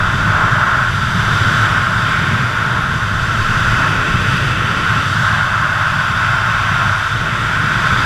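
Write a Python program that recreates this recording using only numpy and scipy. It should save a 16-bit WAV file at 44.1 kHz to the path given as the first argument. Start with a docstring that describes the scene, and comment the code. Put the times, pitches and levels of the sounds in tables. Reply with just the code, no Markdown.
"""Wind howling in the hollows of a camera housing, on a fast glide down a mountainside.
One microphone, on the camera itself, right in the airstream. Behind the howl, large eddies buffet
the microphone and boom in the bass, and fine turbulence hisses on the housing's edges.
The balance shifts as the camera turns in the flow; its limiter holds down the highest peaks."""
import sys
import numpy as np
from scipy import signal
from scipy.fft import rfft, irfft, next_fast_len
from scipy.io import wavfile
from scipy.ndimage import uniform_filter1d, minimum_filter1d, map_coordinates

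SR = 44100
rng = np.random.default_rng(int(sys.argv[2]) if len(sys.argv) > 2 else 0)


def generate_wav(sig):
    """Save sig (samples, or channels by samples) to the path in sys.argv[1] as 16-bit PCM at SR."""
    pcm = np.round(np.clip(np.atleast_2d(sig).T, -1, 1) * 32767).astype(np.int16)
    wavfile.write(sys.argv[1], SR, pcm)


N = 355005

# Spectra of the flow noises, bass to treble: frequency_hz, relative_db
BUFFET_SPECTRUM = [(7, -24), (19, -2), (32, -5.5), (60, -1.5), (90, -9), (200, -20.5), (500, -80)]
BOOM_SPECTRUM = [(30, -47), (76, -10.5), (108, 1), (136, -4), (163, -6), (190, -11.5), (208, -12),
                 (232, -19.5), (300, -27.5), (450, -37), (900, -80)]
CHURN_SPECTRUM = [(100, -25), (230, 0.5), (350, 0), (450, -2.5), (560, -4.5), (800, -19), (2000, -70)]
BLOW_SPECTRUM = [(300, -67), (540, -22), (600, -8.5), (790, -11), (900, -8.5), (1080, -5), (1250, -7),
                 (1600, -15.5), (3000, -80)]
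HOWL_SPECTRUM = [(700, -52), (1050, -18.5), (1190, -11), (1320, 0), (1430, 0.7), (1520, 0.2), (1720, -9),
                 (1950, -17), (2300, -24.5), (4000, -73)]
RUSH_SPECTRUM = [(1200, -36), (1850, 2), (2030, 0), (2170, -3), (2650, -2.5), (2830, -8.5), (3100, -11),
                 (3600, -16), (5000, -47), (9000, -80)]
HISS_SPECTRUM = [(1800, -52), (2800, -2.5), (3100, -2), (3620, 1.5), (4000, -8.5), (4350, -11), (5850, -10),
                 (6950, -17.5), (7700, -17), (8700, -21), (10000, -33.5), (15000, -70)]
FIZZ_SPECTRUM = [(5000, -40), (8300, -10), (9500, 0), (10700, -2.5), (11500, -4.5), (13200, -6.5),
                 (14200, -12), (15200, -19)]
# Air resonances of the housing and its openings: pitch_hz, width_hz, lift_db
HOUSING_RESONANCES = [(623, 50, 2.5), (890, 62, 4.5), (1076, 98, 7), (2605, 86, 3), (3090, 150, 3.5),
                      (3450, 140, 2), (4740, 460, 6), (6240, 200, 2.5), (7420, 330, 6), (10860, 500, 3.5),
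                      (12000, 500, 1)]
# Flow along the housing's edges, which hisses and sheds booming eddies: time_s, relative_db
EDGE_STREAM = [(0.0, -32.1), (0.13, -31), (0.78, -32.0), (1.4, -27.5), (1.58, -27), (1.8, -30.6),
               (2.28, -30), (2.45, -31.5), (2.98, -32.1), (3.73, -28), (3.98, -30.5), (4.38, -28),
               (4.6, -31), (5.25, -28.4), (5.48, -31.5), (6.93, -30.5), (7.3, -32.0), (8.05, -28)]
# Strength of the rush around 2 kHz: time_s, relative_db
RUSH_CURVE = [(0.0, -29.5), (0.4, -27.5), (1.0, -31), (1.75, -26.5), (1.98, -30.5), (2.1, -24.5),
              (3.03, -32.5), (3.85, -26.3), (5.0, -25.5), (5.08, -31), (5.35, -26.5), (5.55, -29.5),
              (6.83, -28), (7.13, -31), (7.3, -27.5), (8.05, -26)]
# Pressure of large eddies on the microphone: time_s, relative_db
EDDY_PRESSURE = [(0.0, -23.8), (0.42, -31.0), (0.98, -31), (1.58, -30), (1.7, -34), (2.15, -32.5),
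                 (2.5, -38.6), (3.73, -23), (3.85, -36), (4.08, -26.5), (5.13, -36.5), (8.05, -31.5)]
# Single strong eddies that thump in the bass: centre_s, relative_db
EDDY_THUMPS = [(0.271, -6.5), (0.549, -11), (0.959, -15), (1.179, -7), (1.359, -8), (1.599, -6.5),
               (2.339, -6.5), (2.419, -7), (3.719, -9), (4.159, -6.5), (4.339, -7), (4.439, -7),
               (4.579, -9), (5.199, -9), (5.338, -11), (5.971, -10), (6.299, -12), (6.719, -11),
               (6.895, -8.5)]
# Brief lulls in the boom: centre_s, change_db
BOOM_LULLS = [(0.69, -4.5), (2.56, -3.5), (4.03, -4), (5.77, -2.5), (7.06, -5)]
# Churning in the camera's wake, apart from the turn: time_s, relative_db
WAKE_CURVE = [(0, -34.5), (.5, -32), (1.05, -36.5), (1.45, -30), (1.9, -34.5), (2.28, -32), (3.1, -36),
              (3.5, -34.5), (3.9, -29), (4.9, -32), (5.6, -34.5), (7.7, -33.5), (8.05, -31)]
# Flow across the openings, which makes them howl: time_s, relative_db
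CROSS_STREAM = [(0, -16), (.2, -18), (.35, -13.5), (.72, -14.5), (.93, -19.5), (1.65, -16.5), (2.5, -18.5),
                (2.75, -17), (2.95, -20), (3.8, -17.5), (4.6, -19.5), (4.95, -17), (5.08, -20.5),
                (5.25, -16), (6.1, -17.5), (6.3, -16.5), (6.88, -16), (7.13, -20), (8.05, -16)]
# Brief gusts across the openings: centre_s, flow_lift_db
CROSS_GUSTS = [(3.83, 3.5), (5.38, 1), (7.86, 1)]

# Base level of each layer
RUSH_DB, HISS_DB, FIZZ_DB = -27.5, -30, -49.5
BUFFET_DB, BOOM_DB, CHURN_DB, BLOW_DB, HOWL_DB = -30.5, -20.5, -33.5, -25.5, -17.5
# dB that a layer gains for each dB of the flow that drives it
RUSH_GROWS, FIZZ_GROWS, BOOM_GROWS, BLOW_GROWS, HOWL_GROWS = 1.03, 0.81, 0.57, 1.35, 0.8
BLOW_FROM_EDGE, HOWL_FROM_EDGE = -0.17, 0.35  # edge flow starves the openings, feeds the main hollow
THUMP_S, LULL_S, GUST_S = 0.03, 0.047, 0.037  # half lengths
THUMP_TRIM_DB, BOOM_FADE_DB_PER_S = -9.5, 0.24
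TURN_ASIDE_S, TURN_BACK_S, TURNING_S = 5.08, 7.13, 0.16
TURN_BOOM_DB, TURN_CHURN_DB, TURN_BLOW_DB = -1.3, -5, 0.2  # change while turned aside
LIMITER_CEILING, LIMITER_WINDOW_S, TOP_HZ = 0.87, 0.0067, 15200


def amp(db):
    """Decibels to gain."""
    return 10 ** (np.asarray(db) / 20)


def unit(x):
    """x at rms 1."""
    return x / np.sqrt(np.mean(x ** 2) + 1e-20)


def wobble(rate_hz):
    """A smooth random curve with rate_hz knots a second."""
    knots = rng.standard_normal(int(N * rate_hz / SR) + 4)
    return map_coordinates(knots, [np.arange(N) * rate_hz / SR])


def swing(rows):
    """A time_s, relative_db table as a curve in dB around its mean."""
    db = np.interp(np.arange(N) / SR, *np.transpose(rows))
    return db - db.mean()


def swell(centre_s, half_length_s):
    """A bell-shaped rise and fall of height 1."""
    return np.exp(-((np.arange(N) / SR - centre_s) / half_length_s) ** 2)


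def turned():
    """0 while the camera faces the flow, 1 while it is turned aside."""
    t = np.arange(N) / SR
    return np.clip(np.minimum(t - TURN_ASIDE_S, TURN_BACK_S - t) / TURNING_S + 0.5, 0, 1)


def filtered(x, response):
    """x times a gain that depends on frequency."""
    size = next_fast_len(N + 8192)
    return irfft(rfft(x, size) * response(np.fft.rfftfreq(size, 1 / SR)), size)[:N]


def housing_db(hz):
    """The air in the housing lifts the frequencies near its resonances."""
    return sum(lift_db / (1 + (2 * (hz - pitch_hz) / width_hz) ** 2) ** 1.2
               for pitch_hz, width_hz, lift_db in HOUSING_RESONANCES)


def turbulence(spectrum):
    """Flow noise of rms 1, heard through the housing."""
    knots_hz, knots_db = np.transpose(spectrum)
    colour = lambda hz: amp(np.interp(np.log(hz + 1), np.log(knots_hz), knots_db) + housing_db(hz))
    return unit(filtered(rng.standard_normal(N), colour))


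def sustained(x, span_s, evenness):
    """Steadily driven noise: its strength strays less over span_s, its fast flutter stays."""
    power = np.abs(uniform_filter1d(x ** 2, int(span_s * SR))) + 1e-6
    return unit(x / power ** (evenness / 2))


def drifting(x, depth_db, width_hz, span_s):
    """Broad patches of colour come and go at random, as when the angle of the flow changes."""
    size = 1024
    spectra = signal.stft(x, nperseg=size)[2]
    patches = rng.standard_normal(spectra.shape)
    for _ in range(2):
        patches = uniform_filter1d(patches, int(width_hz * size / SR), axis=0)
        patches = uniform_filter1d(patches, int(2 * span_s * SR / size), axis=1)
    coloured = spectra * amp(depth_db * unit(patches))
    return unit(signal.istft(coloured, nperseg=size)[1][:N])


def wake_churn():
    """The stream churns just behind the housing, more quietly while the camera is turned aside."""
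    level_db = CHURN_DB + swing(WAKE_CURVE) + TURN_CHURN_DB * turned() + wobble(14)
    return amp(level_db) * sustained(turbulence(CHURN_SPECTRUM), span_s=0.1, evenness=0.45)


def microphone_buffet():
    """Large eddies push directly on the microphone."""
    level_db = BUFFET_DB + swing(EDDY_PRESSURE) + 1.7 * wobble(12)
    return amp(level_db) * sustained(turbulence(BUFFET_SPECTRUM), span_s=0.1, evenness=0.76)


def edge_hiss(edge_db):
    """Ever smaller eddies on the edges; they flutter together with the local air speed."""
    flutter = amp(0.25 * wobble(22))
    rush = drifting(turbulence(RUSH_SPECTRUM), depth_db=1.46, width_hz=220, span_s=0.93)
    hiss = drifting(turbulence(HISS_SPECTRUM), depth_db=0.6, width_hz=390, span_s=0.48)
    fizz = drifting(turbulence(FIZZ_SPECTRUM), depth_db=-0.2, width_hz=500, span_s=0.3)
    rush *= amp(RUSH_DB + RUSH_GROWS * swing(RUSH_CURVE))
    hiss *= amp(HISS_DB + edge_db)
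    fizz *= amp(FIZZ_DB + FIZZ_GROWS * edge_db)
    return flutter * (rush + hiss + fizz)


def eddy_boom(edge_db):
    """Eddies shed by the camera body boom around one pitch, the strongest as thumps."""
    lulls_db = sum(db * swell(s, LULL_S) for s, db in BOOM_LULLS)
    fade_db = -BOOM_FADE_DB_PER_S * (np.arange(N) - N / 2) / SR
    level_db = BOOM_DB + BOOM_GROWS * edge_db + TURN_BOOM_DB * turned()
    level_db += fade_db + lulls_db + 1.05 * wobble(18)
    thumps = sum(amp(db + THUMP_TRIM_DB) * swell(s, THUMP_S) for s, db in EDDY_THUMPS)
    envelope = np.hypot(amp(level_db), thumps)  # their powers add
    return envelope * sustained(turbulence(BOOM_SPECTRUM), span_s=0.074, evenness=0.61)


def housing_howl(edge_db):
    """Right at the microphone, air blows across the housing's openings and sounds its main hollow."""
    gusts_db = sum(db * swell(s, GUST_S) for s, db in CROSS_GUSTS)
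    cross_db = swing(CROSS_STREAM) + gusts_db + 0.35 * wobble(16)
    blow_db = BLOW_DB + BLOW_GROWS * cross_db + BLOW_FROM_EDGE * edge_db
    blow_db += TURN_BLOW_DB * turned() + 0.5 * wobble(25)
    howl_db = HOWL_DB + HOWL_GROWS * cross_db + HOWL_FROM_EDGE * edge_db + 0.63 * wobble(12)
    blow = amp(blow_db) * sustained(turbulence(BLOW_SPECTRUM), span_s=0.09, evenness=0.55)
    howl = amp(howl_db) * sustained(turbulence(HOWL_SPECTRUM), span_s=0.098, evenness=0.62)
    return blow + howl


def scene():
    """All the wind, close up, at the camera's one microphone."""
    edge_db = swing(EDGE_STREAM)
    background = wake_churn() + microphone_buffet() + edge_hiss(edge_db) + eddy_boom(edge_db)
    return (background + housing_howl(edge_db))[None]


def record(dry):
    """The camera's limiter holds down the highest peaks; nothing is kept above its band limit."""
    window = int(LIMITER_WINDOW_S * SR)
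    needed_gain = np.minimum(1, LIMITER_CEILING / (np.abs(dry[0]) + 1e-9))
    gain = uniform_filter1d(minimum_filter1d(needed_gain, window), window)
    return filtered(dry[0] * gain, lambda hz: hz < TOP_HZ)[None]


dry = scene()
out = record(dry)
generate_wav(out)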